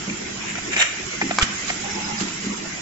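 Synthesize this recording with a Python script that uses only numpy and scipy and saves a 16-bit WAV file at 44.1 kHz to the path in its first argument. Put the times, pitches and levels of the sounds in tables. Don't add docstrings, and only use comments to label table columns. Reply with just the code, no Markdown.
import sys
import numpy as np
from scipy import signal
from scipy.fft import rfft, irfft
from scipy.io import wavfile
from scipy.ndimage import uniform_filter1d

SR = 44100
rng = np.random.default_rng(int(sys.argv[2]) if len(sys.argv) > 2 else 0)


def log_audio(samples):
    frames = np.atleast_2d(samples).T
    limited = np.clip(frames, -1, 1)
    pcm = np.round(limited * 32767).astype(np.int16)
    wavfile.write(sys.argv[1], SR, pcm)


def magnitude_from_level(level_db):
    exponent = np.asarray(level_db, float) / 20
    return 10 ** exponent


N = 123921


def evened(x):
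    return x / np.sqrt(np.mean(x ** 2) + 1e-20)


def read(points, hz):
    f, value = np.transpose(points)
    return np.interp(np.log(hz + 1), np.log(f + 1), value)


def curve(points, outside=None):
    t, value = np.transpose(points)
    return np.interp(np.arange(N) / SR, t, value, outside, outside)


def add(mix, s, sound):
    part = mix[round(s * SR):][:len(sound)]
    part += sound[:len(part)]


def resonate(x, hz, width):
    turn = np.exp(2j * np.pi * hz * np.arange(x.shape[-1]) / SR)
    r = np.exp(-np.pi * width / SR)
    return 2 * (turn * signal.lfilter([1 - r], [1, -r], x / turn)).real


def ring(hz, db, t60, t):
    return magnitude_from_level(db - 60 * t / t60) * np.sin(2 * np.pi * hz * t)


def coloured(points):
    spectrum = rfft(rng.standard_normal(N))
    return evened(irfft(spectrum * magnitude_from_level(read(points, np.fft.rfftfreq(N, 1 / SR))), N))


# f/Hz, level/dB per Hz
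ROAR_SPECTRUM = [(20, -19), (100, -11.5), (165, -10), (195, -2), (250, -14.5), (330, -6), (520, -18),
                 (1200, -16)]
# f/Hz, level/dB per Hz
HISS_SPECTRUM = [(1200, -5.5), (1500, -3), (1610, -6.5), (2070, 1), (2880, -4), (3800, -8.5), (4060, -5.5),
                 (4300, -12), (5270, -4.5), (7500, -7), (9750, -58)]
ROAR_DB, HISS_DB = -38, -34.5
ROAR_FOLLOWS = 0.23
# t/s, hiss level/dB
AIR_DRAW = [
    (0, 0),
    (.55, -1),
    (1.3, 2),
    (1.55, 2.5),
    (2, 2),
    (2.35, 0.5),
    (2.81, -1),
]
# f/Hz, coherence (0-1)
COHERENCE = [(60, .92), (200, .9), (420, .4), (800, .1), (1600, .4), (2700, .2), (4000, .35), (6000, .05)]
SHOP_LAG_S = .000635
# f/Hz, level/dB
PATCHINESS = [(150, 2), (600, 4.5), (1300, 3), (2500, 3), (4000, 2), (7000, 2.96)]


def shop():
    hop, size = 256, 1024
    frames, hz = N // hop + 9, np.fft.rfftfreq(size, 1 / SR)
    a, b, c, d, patches = rng.standard_normal((frames, 513, 5)).T
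    patches = uniform_filter1d(patches, size=5, axis=0)
    patches = evened(uniform_filter1d(patches, size=6, axis=1))
    flicker = evened(uniform_filter1d(rng.standard_normal(frames), size=3))

    at = np.minimum(np.arange(-2, frames - 2).clip(0) * hop, N - 1)
    pull_db, draw_db = curve(MOTOR_PULL)[at], curve(AIR_DRAW)[at]
    low = hz < 1200
    roar = evened(low * magnitude_from_level(read(ROAR_SPECTRUM, hz)))[:, None]
    hiss = evened(~low * magnitude_from_level(read(HISS_SPECTRUM, hz)))[:, None]
    roar_gain = magnitude_from_level(ROAR_DB + ROAR_FOLLOWS * (pull_db - pull_db.mean()))
    shape = roar_gain * roar + magnitude_from_level(HISS_DB + draw_db) * hiss

    same = np.clip(read(COHERENCE, hz), 0, 1)[:, None]
    left = a + 1j * b
    lag = np.exp(-2j * np.pi * hz * SHOP_LAG_S * (hz > 350))[:, None]
    right = same * left * lag + np.sqrt(1 - same ** 2) * (c + 1j * d)
    drift = magnitude_from_level(read(PATCHINESS, hz)[:, None] * patches + 0.19 * flicker)
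    z = np.array([left, right]) * shape * drift
    x = signal.istft(z, nperseg=size, noverlap=size - hop)[1][:, :N]
    return magnitude_from_level(2.5) * np.hypot(magnitude_from_level(ROAR_DB), magnitude_from_level(HISS_DB)) * evened(x)


# t/s, level/dB
MOTOR_PULL = [(0, -41.5), (.15, -42), (.63, -42.5), (.76, -37.5), (.83, -59), (1.0, -46.5), (1.2, -43),
              (1.38, -39.5), (1.6, -45.5), (1.71, -41.5), (2.15, -36), (2.38, -42), (2.6, -41.5),
              (2.81, -45)]
HUM_HZ, HUM_WIDTH = 200.5, 16
# t/s, level/dB, level of upper modes/dB
CAM_THUMPS = [(0.077, -16.5, -5), (0.106, -19, -16), (0.681, -36.5, 3), (1.2234, -19, 2.5),
              (1.238, -35, 13), (1.259, -28, 0.5), (1.294, -30.5, 7.5), (1.392, -33.5, 7.5),
              (1.429, -35, 9), (2.211, -16, -3), (2.254, -23, -9), (2.272, -34, 5), (2.444, -25.5, 3.5),
              (2.465, -19, -2), (2.5, -25.5, -3.5)]
# f/Hz, level/dB, t60/s
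FRAME_MODES = [(210.5, -4, 0.35), (233.6, -1, 0.15), (270, -2.5, 0.16), (320.5, -3.5, 0.21),
               (346.4, -2.5, 0.042), (384, -6, 0.092)]


def frame():
    hum = resonate(resonate(rng.standard_normal(N), HUM_HZ, HUM_WIDTH), HUM_HZ, 31)
    steady = hum / np.sqrt(abs(uniform_filter1d(hum ** 2, size=3500)) + 1e-12)
    out = magnitude_from_level(curve(MOTOR_PULL)) * evened(steady)
    t = np.arange(.4 * SR) / SR
    detunes = rng.uniform(0.95, 1.01, (len(CAM_THUMPS), len(FRAME_MODES)))
    for (s, db, upper_db), detune in zip(CAM_THUMPS, detunes):
        modes = 0
        for k, ((hz, mode_db, t60), d) in enumerate(zip(FRAME_MODES, detune)):
            modes = modes + ring(hz * d, mode_db + upper_db * (k > 0), t60, t)
        add(out, s, magnitude_from_level(db - 1.5) * np.minimum(t / 0.0047, 1) * modes)
    return out


# t/s, level/dB, low mode f/Hz, high mode f/Hz, high mode level/dB
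PLASTIC_KNOCKS = [(.096, -35, 873, 2350, 14), (.552, -29, 1415, 2320, 8), (.582, -26.5, 712, 2500, -5),
                  (.7215, -31, 1700, 2610, 1.5), (.729, -32, 1700, 2280, 15), (.7355, -28, 1700, 2330, 14),
                  (0.7624, -22, 1700, 2330, 13), (.769, -36, 1700, 2460, 13), (.785, -45, 1790, 3700, 17.5),
                  (.791, -34.5, 1800, 3760, 14), (0.801, -35, 1800, 3733, 21.5),
                  (0.813, -17.5, 1725, 2850, 5.5), (.819, -18.5, 2300, 2810, 4.5),
                  (0.8239, -13, 1794, 2800, -3.5), (1.2115, -21, 788, 2070, -4),
                  (1.2135, -16, 870, 2070, -1.5), (1.218, -15.5, 2400, 1630, -11.5),
                  (1.3079, -15, 704, 2014, -5), (1.3077, -28, 2440, 3620, -4.5),
                  (1.693, -20, 2300, 2775, -7), (1.7, -19.5, 726, 2220, 8), (1.409, -18, 1324, 2260, -4),
                  (1.412, -13, 2240, 3300, -4.5), (1.417, -20.5, 2310, 1450, 0),
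                  (1.4221, -14, 2400, 3334, 2), (1.4265, -13.5, 3024, 5000, -7)]
KNOCK_RISE_S, KNOCK_T60 = .003, .03
ROUGH, HIGH_WIDTH = .4, 400
CRACK_DB, CRACK_HZ, CRACK_WIDTH = -6.5, 1700, 1600


def knocks():
    out, t = np.zeros(N), np.arange(2000) / SR
    shape = np.minimum(t / KNOCK_RISE_S, 1) ** 2 * magnitude_from_level(-60 * t / KNOCK_T60)
    noises = rng.standard_normal((len(PLASTIC_KNOCKS), len(t)))
    for (s, db, low_hz, high_hz, high_db), noise in zip(PLASTIC_KNOCKS, noises):
        hollow = np.sin(2 * np.pi * low_hz * t)
        hard = np.sin(2 * np.pi * high_hz * t) + ROUGH * evened(resonate(noise, high_hz, HIGH_WIDTH))
        crack = resonate(noise[::-1], CRACK_HZ, CRACK_WIDTH)
        crack = evened(resonate(crack, CRACK_HZ, CRACK_WIDTH))
        add(out, s, magnitude_from_level(db + 6.0) * shape * (hollow + magnitude_from_level(high_db) * hard + magnitude_from_level(CRACK_DB) * crack))
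    return out


# t/s, level/dB
WHEEL_CREEP = [
    (.44, -38.5),
    (.5, -29.5),
    (.53, -37.5),
    (.555, -41.5),
    (.59, -30.5),
    (.62, -52),
]
# t/s, level/dB
WHEEL_INDEX = [
    (.7, -38),
    (.736, -24),
    (.756, -31),
    (.766, -25.5),
    (.784, -20),
    (.826, -12.5),
    (.832, -19),
    (.87, -27),
    (.95, -37),
]
# f/Hz, width/Hz, level/dB
WHEEL_BODY = [(673, 230, -6), (1453, 280, -7), (1750, 400, 4), (2180, 470, 4), (2400, 340, 3),
              (2680, 310, 1.5), (3070, 140, -12), (3700, 120, -5), (5940, 500, -3.5), (6250, 1300, -11),
              (7130, 560, -1.5)]


def wheel():
    size = magnitude_from_level(3 * np.minimum(rng.exponential(1, N), 3))
    happens = rng.random(N) < 7000 / SR
    slips = size * happens * rng.choice([-1., 1.], N)
    picks = rng.random((len(WHEEL_BODY), N)) < .4
    heard = .5 + 2.4 * rng.choice([-1., 1.], (2, N))
    body = 0
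    for (hz, width, db), pick in zip(WHEEL_BODY, picks):
        resonance = resonate(resonate(slips * pick * heard, hz, width), hz, 2 * width)
        body = body + magnitude_from_level(db) * evened(resonance)
    motion = magnitude_from_level(curve(WHEEL_INDEX, outside=-84)) + magnitude_from_level(curve(WHEEL_CREEP, outside=-83))
    return motion * evened(body)


# peak t/s, rise/s, level/dB, t60/s
AIR_PUFFS = [
    (0.737, 0.011, -50.5, 0.043),
    (1.4265, .016, -15.5, 0.096),
    (1.686, .025, -24.5, 0.16),
    (2.206, 0.045, -26, 0.27),
    (2.287, 0.021, -36, 0.083),
    (2.449, 0.078, -33.5, 0.17),
]
# f/Hz, level/dB per Hz
AIR_SPECTRUM = [(240, -29), (400, -10), (877, -13), (1240, -2), (3260, -6.5), (7500, -6.5), (9750, -34.5),
                (16500, -120)]


def air():
    t = np.arange(N) / SR
    flow = 0
    for s, rise, db, t60 in AIR_PUFFS:
        flow = flow + magnitude_from_level(db + np.where(t < s, -20 * (s - t) / rise, -60 * (t - s) / t60))
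    sputter = magnitude_from_level(1.5 * evened(uniform_filter1d(rng.standard_normal(N), size=90)))
    shared = coloured(AIR_SPECTRUM)
    jets = np.array([shared + 6.7 * coloured(AIR_SPECTRUM) for _ in "LR"])
    return flow * evened(sputter * jets)


# t/s, level/dB, treble level/dB
HEAD_SLAMS = [
    (1.3822, -32, 2),
    (1.3856, -2, -1.5),
    (1.3895, -24.5, -8.5),
    (1.3943, -20.5, 7.5),
    (1.3969, -18.5, 4.5),
    (1.404, -16, -3.5),
]
# f/Hz, level/dB, t60/s
HEAD_MODES = [(861, -6, .02), (1050, 1, .02), (1250, 3, .02), (1550, 0, .02), (2272, -1, .03),
              (3000, -5, .015), (4100, -2, .011), (4600, 0, .011), (5050, -2, .016), (5750, -5, .018),
              (6858, -7, .02), (7300, -9, .018)]


def slam():
    out, t = np.zeros(N), np.arange(4000) / SR
    for (s, db, treble_db), draw in zip(HEAD_SLAMS, rng.standard_normal((len(HEAD_SLAMS), len(t)))):
        modes = 0
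        for (hz, mode_db, t60), d in zip(HEAD_MODES, draw):
            modes = modes + ring(hz * (1 + 0.025 * d), mode_db + treble_db * hz / 4000, t60, t)
        burst = magnitude_from_level(1 - 60 * t / .008) * draw
        add(out, s, magnitude_from_level(db - 7) * np.minimum(t / .0005, 1) * (modes + burst))
    return out


def push():
    peak_s, width_s, db = 1.4295, 0.0018, -11.5
    return -magnitude_from_level(db) * np.exp(-.5 * ((np.arange(N) / SR - peak_s) / width_s) ** 2)


# t/s, whir level/dB over SPIN_DB
CHUCK_SPIN = [
    (1.825, -18),
    (1.844, 7),
    (1.95, -4),
    (1.974, 8.5),
    (2.076, -2),
    (2.104, 10.5),
    (2.18, -6),
    (2.216, 1),
    (2.25, -8),
]
SPIN_HZ, SPIN_WIDTH, SPIN_DB = 850, 70, -40.5
# t/s, length/s, level/dB, f/Hz
CHUCK_SQUEAKS = [
    (1.907, 0.013, -29.5, 5330),
    (1.949, 0.01, -29, 5250),
    (2.018, 0.013, -35, 5400),
    (2.04, .018, -28, 5000),
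    (2.063, .01, -36, 5050),
    (2.087, 0.008, -30, 5200),
    (2.176, 0.018, -29, 5100),
]


def chuck():
    t = np.arange(N) / SR
    whir = resonate(rng.standard_normal(N), SPIN_HZ, SPIN_WIDTH)
    whir = evened(resonate(whir, SPIN_HZ, 160))
    steady = whir / np.sqrt(abs(uniform_filter1d(whir ** 2, size=1200)) + 1e-12)
    out = magnitude_from_level(SPIN_DB + curve(CHUCK_SPIN, outside=-60)) * steady
    t = t[:3000]
    noises = rng.standard_normal((len(CHUCK_SQUEAKS), len(t)))
    for (s, length, db, hz), noise in zip(CHUCK_SQUEAKS, noises):
        u = t / length
        wobble = np.cumsum(evened(uniform_filter1d(noise, size=100))) * 70 / SR
        tone = np.sin(2 * np.pi * (hz * t + wobble))
        add(out, s, magnitude_from_level(db + 4.5) * 2 * u * np.exp(-2 * u * u) * tone)
    return out


def ports(x, lean, lag_s=0):
    hz = np.fft.rfftfreq(N, 1 / SR)
    half = magnitude_from_level(read(lean, hz) / 2) * np.exp(1j * np.pi * hz * lag_s)
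    return irfft(rfft(x) * np.array([half, 1 / half]), N)


# f/Hz, t60/s
SHOP_T60 = [(200, 0.56), (1500, 1), (7000, 0.15)]


def room(x):
    taps = np.zeros((2, SR // 2))
    at = np.arange(200, SR // 2 - 40, 20)
    jittered = at + rng.integers(0, 20, (2, len(at)))
    np.put_along_axis(taps, jittered, rng.choice([-1., 1.], (2, len(at))), 1)
    hz, t, z = signal.stft(taps, SR, nperseg=256)
    decay = magnitude_from_level(-60 * t / read(SHOP_T60, hz)[:, None])
    tail = signal.istft(z * decay, SR, nperseg=256)[1]
    return signal.fftconvolve(x[None], tail / np.linalg.norm(tail[0]), axes=1)[:, :N]


def scatter(x):
    t60, t = .014, np.arange(1200) / SR
    taps = rng.standard_normal((2, len(t))) * (rng.random((2, len(t))) < .1)
    taps = taps * magnitude_from_level(-60 * t / t60)
    return signal.fftconvolve(x, taps / np.linalg.norm(taps, axis=1)[:, None], axes=1)[:, :N]


# f/Hz, left-right level/dB
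NEAR_SHADOW = [(1000, -3.5), (2200, 3), (3300, -5), (5000, 0)]
NEAR_LAG_S, PARTS_DB, SHOP_DB = -.00019, -6, -15


def scene():
    hits, head = knocks() + chuck(), slam()
    near = hits + magnitude_from_level(PARTS_DB) * scatter(hits[None] + .5 * head) + air() + wheel()
    direct = ports(near, NEAR_SHADOW, NEAR_LAG_S) + ports(head, NEAR_SHADOW, 0)
    reverberant = magnitude_from_level(SHOP_DB) * room(near[0] + head)
    return shop() + direct + reverberant + ports(frame() + push(), [(200, -1)], 0.00022)


def band_limit(x):
    return signal.sosfilt(signal.butter(12, 8900, fs=SR, output="sos"), x)


# f/Hz, left-right level/dB
PORT_LEAN = [(300, 0), (600, -2.5), (900, -1.5), (2500, 2), (4800, -3.5), (6000, -5.5), (7450, -18),
             (7900, -12)]
# from t/s, to t/s
TOP_OPEN = [
    (1.378, 1.402),
    (1.42, 1.458),
    (1.911, 1.92),
]
EDGE_HZ, TOP_HZ, SHELF_DB = 7520, 8270, -5


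def record(dry):
    dry, t = ports(dry, PORT_LEAN), np.arange(N) / SR
    power_db = 10 * np.log10(abs(uniform_filter1d((dry ** 2).mean(0), size=600)) + 1e-12)
    held_db = np.maximum.accumulate(power_db + 40 * t) - 40 * t
    over_db = np.maximum(held_db + 19.5, 0)
    x = dry / magnitude_from_level(.15 * uniform_filter1d(over_db, size=200))
    x = x / (1 + (x / 1.05) ** 4) ** .25

    def cut(hz):
        taps = signal.firwin(1023, hz, window=("kaiser", 9), fs=SR)
        return signal.oaconvolve(x, taps[None], "same")

    gate = uniform_filter1d(sum(1. * (t > a) * (t < b) for a, b in TOP_OPEN), size=150)
    main = cut(EDGE_HZ)
    return band_limit(main + magnitude_from_level(SHELF_DB) * gate * (cut(TOP_HZ) - main))


dry = scene()
out = record(dry)
log_audio(out)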